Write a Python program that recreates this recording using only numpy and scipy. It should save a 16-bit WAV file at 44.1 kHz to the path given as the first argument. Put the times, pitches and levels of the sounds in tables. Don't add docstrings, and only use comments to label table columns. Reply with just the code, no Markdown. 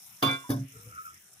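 import sys
import numpy as np
from scipy import signal
from scipy.fft import rfft, irfft
from scipy.io import wavfile
from scipy.ndimage import uniform_filter1d

SR = 44100
rng = np.random.default_rng(int(sys.argv[2]) if len(sys.argv) > 2 else 0)


def int16_out(signal):
    q = np.round(np.clip(np.atleast_2d(signal).T, -1, 1) * 32767)
    wavfile.write(sys.argv[1], SR, q.astype(np.int16))


def nominal_scale(level):
    x = np.asarray(level, float) / 20
    return 10 ** x


N = 61739
T = np.arange(N) / SR

# time in seconds, level in dB.
FIZZ_LEVEL = [(0, -50.5), (.1, -54.5), (.2, -54.5), (.35, -52.5), (.48, -57), (.6, -58), (.67, -62.5),
              (.7, -55.5), (.85, -55), (.95, -57), (1.06, -58), (1.12, -59.5), (1.3, -59), (1.4, -60.5)]


def rms_one(x):
    return x / np.sqrt(np.mean(x ** 2) + 1e-20)


def in_time(rows):
    s, *columns = np.transpose(rows)
    return [np.interp(T, s, column) for column in columns]


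def at_hz(points, hz):
    point_hz, db = np.transpose(points)
    return np.interp(np.log(hz + 1), np.log(point_hz), db)


def during(rows):
    first_s, last_s = rows[0][0], rows[-1][0]
    return (T > first_s) * np.clip((last_s + 0.075 - T) / 0.02, 0, 1)


def drift(rate):
    knots = rng.standard_normal(N // 40 + 2002)
    r = np.exp(-80 * np.pi * rate / SR)
    slow = signal.lfilter([1], [1, -2 * r, r * r], knots)[2000:]
    return np.interp(np.arange(N) / 40, np.arange(len(slow)), rms_one(slow))


def colour(white, spectrum, lines_db=0):
    # frequency in Hz, correlation from -1 to 1.
    likeness = [(60, .8), (270, .7), (740, .4), (1220, -.15), (2000, .05), (16000, .01)]
    hz = np.fft.rfftfreq(N, 1 / SR)
    low_hz, high_hz = spectrum[0][0], spectrum[-1][0]
    ends = np.minimum(1, hz / low_hz) ** 8 / np.maximum(1, hz / high_hz) ** 30
    uneven = uniform_filter1d(rng.standard_normal(len(hz)), size=120)
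    lines = lines_db * rms_one(uniform_filter1d(uneven, size=120))
    alike = np.clip(at_hz(likeness, hz), -1, 1)
    mid, side = rfft(white)
    both = np.sqrt(1 + alike) * mid + np.sqrt(1 - alike) * side * [[1], [-1]]
    return rms_one(irfft(both * nominal_scale(at_hz(spectrum, hz) + lines) * ends, N))


def patches(x, low_hz, patchy_db, rate):
    edges = low_hz * 2 ** np.arange(0, np.log2(20000 / low_hz), 1 / 3)
    total = 0
    for k, pair in enumerate(zip(edges, edges[1:])):
        band = signal.sosfilt(signal.butter(2, pair, "band", fs=SR, output="sos"), x)
        swell_db = patchy_db * (drift(rate) + 1.34 * drift(5.4))
        total = total + (-1) ** k * nominal_scale(swell_db) * band
    return rms_one(total)


def resonate(x, tones):
    out = 0
    for hz, width, db in tones:
        r = np.exp(-np.pi * width / SR)
        poles = [1, -2 * r * np.cos(2 * np.pi * hz / SR), r * r]
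        out = out + nominal_scale(db) * rms_one(signal.lfilter([1, 0, -1], poles, x))
    return rms_one(out)


def clicks(s, db):
    out = np.full(N, 1e-18)
    out[(np.asarray(s) * SR).astype(int)] = nominal_scale(db)
    return out


def ring(strikes, modes, rise_s):
    out = np.zeros((2, N))
    rise = np.exp(-1 / (rise_s * SR))
    sides = np.array([[.5], [-.5]])
    for hz, db, t60, pan_db, lead in modes:
        turn = np.exp(2j * np.pi * hz / SR)
        poles = np.convolve([1, -nominal_scale(-60 / (t60 * SR)) * turn], [1, -rise * turn])
        tone = signal.lfilter([nominal_scale(db) * (1 - rise)], poles, strikes)
        side_level = nominal_scale(pan_db * sides + 1.5 * drift(56))
        out += np.imag(tone * side_level * np.exp(1j * lead * sides))
    return out


def dying(strikes, t60):
    rise = np.exp(-1 / (0.0012 * SR))
    poles = np.convolve([1, -nominal_scale(-120 / (t60 * SR))], [1, -rise])
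    return np.sqrt(signal.lfilter([1 - rise], poles, strikes ** 2))


def jug():
    # time in seconds, then counter, wall, rim and crack levels in dB.
    touches = [(0.2229, -46, -35.5, -49, -58), (0.226, -33.5, -23, -35.5, -27),
               (.2325, -27, -27.5, -36.5, -33), (.2400, -46, -40.5, -34.5, -39),
               (.2680, -33, -30, -34, -38.5), (.2870, -32.5, -35.5, -28.5, -41.5),
               (.4930, -34, -48.5, -81.5, -40), (0.5006, -23, -44, -90, -63),
               (.5030, -34.5, -41.5, -87, -32.5), (.5170, -27.5, -40.5, -105, -44),
               (.5330, -35, -48, -89, -44), (.5680, -35.5, -53, -81, -55)]
    # start in seconds, fade in dB per second, depth in dB,
    # later fade in dB per second.
    grips = [
        (.350, 300, 11, 60),
        (.645, 450, 13, 60),
    ]
    # frequency in Hz, level in dB, t60 in seconds,
    # left-right level in dB, left lead in radians.
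    empty_wall = [(417, -17, 0.1, -17, .3), (519.9, -10, 0.28, -8.5, .5), (721.6, -4, 0.12, -1, 0.43),
                  (869, -8.5, 0.096, -13, 2), (1088, -3.5, 0.56, -12, 1.77), (1358, -6.5, 0.11, -7, 2.1),
                  (1480, -5.5, 0.14, -8.5, 1.8), (2216, -14.5, .18, -11, 1.2), (2800, -13, 0.61, -10, 3.2),
                  (3110, -18.5, 0.25, 0.5, 1.2), (3234, -10, 0.12, 8, 2), (3490, -11.5, 0.16, 7.5, 0.15),
                  (3600, -16, 0.33, -5, 1.4), (3900, -22, 0.27, 2, 1.1)]
    full_wall = [(455, -6.5, 0.095, 3, .6), (582.4, -0.5, 0.32, 4, 1.4), (695, 2, 0.24, -2.5, 1.86),
                 (913, -1, 0.064, 4.5, 2), (1069, 0, 0.11, 7.5, 2.16), (1486, -4.5, 0.13, -2, 1.7),
                 (1572, -2.5, 0.1, 2, 2.34), (2218, -13.5, 0.15, 2.5, 1.8), (3100, -16, .08, 1.5, 1.2),
                 (3478, -1, 0.081, -5, .6), (3763, -9.5, .12, -2.5, 1.1)]
    # frequency in Hz, level in dB per Hz.
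    clank_noise = [(300, -1.5), (1200, 5), (1850, -15.5), (3300, -12), (4300, -6.5), (6200, -18.5),
                   (8300, -20), (15600, -8.5)]
    # frequency in Hz, level in dB per Hz.
    knock_noise = [(400, 1.5), (1600, -16), (2100, -29.5), (3500, -27.5), (5400, -8), (8000, -25),
                   (11000, -6.5), (15600, -18.5)]
    let_go_s = .45
    first = [row for row in touches if row[0] < let_go_s]
    second = [row for row in touches if row[0] > let_go_s]
    clank = set_down(first, empty_wall, clank_noise, 0.45, grips[0])
    knock = set_down(second, full_wall, knock_noise, 0.26, grips[1])
    return clank + knock + handle() + drip()


def set_down(touches, wall_modes, noise_spectrum, tail_t60, grip):
    # frequency in Hz, level in dB, t60 in seconds, left-right level in dB,
    # left lead in radians.
    counter_modes = [(119, -6, 0.62, -3, 0.065), (137.77, -5, 0.91, -2.5, 0.087),
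                     (190.9, -12.5, 0.32, -3, 0.077), (236.3, -4, 0.16, -1, 0.15),
                     (270.06, 2.5, 0.59, -5.5, 0.3), (382, -41, 0.21, -2.5, 0.26),
                     (519, -23.5, 0.13, -21, 0.88)]
    rim_modes = [(1406, -4.5, 0.95, -0.5, 2.2), (1573, -12, 1, -1, 2.18), (2059, -12, 0.61, -9.5, 1.1),
                 (2324, -2, 0.49, 5, 1.2), (3496, 1, 0.64, -9.5, 0.17)]
    s, counter_db, wall_db, rim_db, crack_db = np.transpose(touches)
    rings = ring(clicks(s, counter_db), counter_modes, rise_s=0.00051)
    rings += ring(clicks(s, rim_db), rim_modes, rise_s=0.0039)
    walls = ring(clicks(s, wall_db), wall_modes, rise_s=0.00049)

    hits = clicks(s, crack_db)
    noise = colour(rng.standard_normal((2, N)), noise_spectrum, lines_db=4.0)
    dull = signal.lfilter(*signal.butter(2, 5160, fs=SR), noise)
    crack = dying(hits, 0.1) * noise + nominal_scale(-2.5) * dying(hits, tail_t60) * dull

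    at, rate, depth, after = grip
    choke_db = np.clip((T - at) * rate, 0, depth) + after * np.maximum(T - at, 0)
    return rings * nominal_scale(-choke_db) + walls * nominal_scale(-0.2 * choke_db) + crack * nominal_scale(-.5 * choke_db)


def handle():
    # time in seconds, level in dB, treble tilt in dB per octave.
    rattles = [
        (.2255, -31, -2.5),
        (.2330, -33.5, 0.1),
        (.2480, -38.5, 3.5),
        (.2580, -37.5, 0),
        (.2730, -43, 3),
        (.3110, -42.5, 10),
        (.3300, -43, 2.5),
        (.5030, -38.5, 7.5),
    ]
    # frequency in Hz, level in dB, t60 in seconds, left-right level in dB,
    # left lead in radians.
    handle_modes = [(4220, -5, .08, 6, 1.4), (4720, 2, 0.095, 14.5, 1.53), (5450, -10, 0.073, 16, 1.3),
                    (6070, 1.5, 0.084, 19.5, 0.59), (6270, -8.5, .07, 9.5, 1.1), (6850, -11, .08, 10, 1.9),
                    (7460, -17, 0.11, 12.5, 1.1), (7560, -25.5, 0.12, 3, 1.3),
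                    (9120, -23.5, 0.053, -5, 1.1), (9350, -18.5, 0.079, 2, 1.11),
                    (9350, -16, 0.082, 2.5, 1.1), (9830, -11.5, 0.075, 1, 1.1),
                    (10450, -26.5, .07, -3, 1.2), (11520, -16.5, 0.055, 2, 1.2)]
    s, db, tilt_db = np.transpose(rattles)
    out = 0
    for mode in handle_modes:
        uneven_db = 2.7 * rng.standard_normal(len(s))
        strikes = clicks(s, db + tilt_db * np.log2(mode[0] / 6000) + uneven_db)
        out = out + ring(strikes, [mode], rise_s=0.00049)
    return out


def drip():
    # time in seconds, frequency in Hz, level in dB, t60 in seconds.
    drop_tone = (.440, 988, -41, 0.24)
    at, hz, db, t60 = drop_tone
    return ring(clicks([at], db), [(hz, 0, t60, -3, 1.0)], rise_s=0.0026)


def fizz():
    # frequency in Hz, level in dB per Hz.
    burst_spectrum = [(2760, -25), (4700, -12.5), (5400, 3.5), (7530, -5), (9490, -1), (10700, -3),
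                      (15000, -8), (16000, -18)]
    # time in seconds, peak level in dB.
    lone_pops = [
        (0.1946, -51),
        (0.3114, -39),
        (0.6816, -46.5),
        (0.721, -45.5),
        (0.949, -46),
        (1.0545, -45),
        (1.1418, -44),
        (1.2494, -72),
        (1.3324, -45),
    ]
    bursts_per_s = 4400
    sizes = nominal_scale(1.7 * np.minimum(rng.exponential(1, (2, N)), 5)) * rng.standard_normal((2, N))
    bursts = sizes * (rng.random((2, N)) < bursts_per_s / SR)
    grains = patches(colour(bursts, burst_spectrum), 4010, patchy_db=1.5, rate=41)
    s, db = np.transpose(lone_pops)
    pops = dying(clicks(s, db - 5.5), t60=.05) * colour(rng.standard_normal((2, N)), burst_spectrum)
    return nominal_scale(in_time(FIZZ_LEVEL)[0]) * grains + pops


def spatula():
    return rim_rub() + rocking_pan() + swishes()


def rim_rub():
    # time in seconds, level in dB.
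    rub_level = [
        (0.7, -86),
        (0.758, -68),
        (0.866, -81),
        (0.926, -59.5),
        (0.942, -61),
        (0.988, -49.5),
        (1.036, -65),
        (1.066, -50),
        (1.2, -88),
    ]
    # frequency in Hz, width in Hz, level in dB.
    rub_tones = [(1340, 23, -60), (1292, 12.3, 6), (1378, 108, 10.5), (2225, 360, -5)]
    rub = resonate(resonate(rng.standard_normal(N), rub_tones), rub_tones)
    ports = np.array([np.roll(rub, 12) * nominal_scale(12.5), rub * nominal_scale(15.0)])
    return ports * nominal_scale(in_time(rub_level)[0] - 2.5) * during(rub_level)


def rocking_pan():
    # time in seconds, level in dB, frequency in Hz.
    rock = [
        (0.7, -96, 442),
        (0.75, -59.5, 433.4),
        (0.808, -67.5, 464),
        (0.894, -58, 510),
        (0.96, -83, 431),
    ]
    # time in seconds, level in dB, frequency in Hz.
    thumps = [(.72, -64.5, 118.2), (.765, -48, 117.3), (.825, -56, 103.4), (.88, -45, 113.9),
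              (.925, -53.5, 92), (.975, -55.5, 79), (1.02, -72, 79.4), (1.1, -62, 74.8), (1.17, -60, 90),
              (1.22, -85.5, 95.4), (1.37, -68, 98.9), (1.4, -73, 98)]
    # frequency in Hz, width in Hz, level in dB.
    rumble_tones = [(50, 37, 9), (101, 62, 3.5), (191, 26, -13.5)]
    hollow_db, hollow_hz = in_time(rock)
    hollow_phase = 2 * np.pi * np.cumsum(hollow_hz + 14 * drift(64)) / SR
    hollow = np.sqrt(2) * np.sin(hollow_phase) * nominal_scale(hollow_db + 3.8 * drift(29))

    thump_db, thump_hz = in_time(thumps)
    sway = np.sqrt(2) * np.sin(2 * np.pi * np.cumsum(thump_hz) / SR)
    rumble = resonate(resonate(rng.standard_normal(N), rumble_tones), [(90, 105, 0)])
    thump = nominal_scale(thump_db) * (sway + nominal_scale(-4) * rumble)
    return thump * during(thumps) + hollow * during(rock)


def swishes():
    # centre in seconds, length in seconds, level in dB.
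    puffs = [
        (.84, .03, -61),
        (1.04, .035, -58),
        (1.21, .025, -63),
        (.6, .03, -60),
    ]
    puff_hz = [14000, 15000, 15000, 5800]
    white = rng.standard_normal((2, N))
    out = 0
    for (s, length, db), hz in zip(puffs, puff_hz):
        hiss = resonate(white, [(hz, 0.1 * hz, 0)])
        out = out + nominal_scale(db) * np.exp(-((T - s) / length) ** 2) * hiss
    return out


def kitchen_hum():
    # frequency in Hz, level in dB per Hz.
    hum_spectrum = [(30, 0.5), (80, 0), (192, -12.5), (400, -16), (950, -20), (1340, -9.5), (3000, -12.5),
                    (4400, -17)]
    noise = colour(rng.standard_normal((2, N)), hum_spectrum)
    hum = patches(noise, 27.47, patchy_db=3, rate=2.86)
    fizz_db, = in_time(FIZZ_LEVEL)
    hum_db = -60.5 + 0.17 * (fizz_db - fizz_db.mean())
    mains = nominal_scale(-75.5) * np.sin(2 * np.pi * 201 * T)
    return nominal_scale(hum_db) * hum + mains


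def scene():
    rumble_cut = signal.butter(2, 122, "high", fs=SR, output="sos")
    return signal.sosfilt(rumble_cut, jug() + fizz() + spatula() + kitchen_hum())


def low_pass(x):
    return signal.sosfilt(signal.butter(12, 16860, fs=SR, output="sos"), x)


def record(dry):
    # frequency in Hz, left over right level in dB.
    port_lean = [(3200, 2.5), (4400, -8.5), (5500, -22), (7000, -33), (8000, -2.5), (9300, 41.5),
                 (11000, 7), (15500, 7)]
    # frequency in Hz, level in dB.
    overall_tone = [(3600, -0.5), (4100, -2.5), (4700, -3), (5100, -0.5), (15400, 3.5), (16300, -33)]
    hz = np.fft.rfftfreq(N, 1 / SR)
    lean = nominal_scale(at_hz(port_lean, hz)) ** 2
    power = 2 * np.array([lean, np.ones_like(lean)]) / (1 + lean)
    ports = np.sqrt(power) * nominal_scale(at_hz(overall_tone, hz))
    mix = irfft(rfft(dry) * ports, N)
    return low_pass(mix)


dry = scene()
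out = record(dry)
int16_out(out)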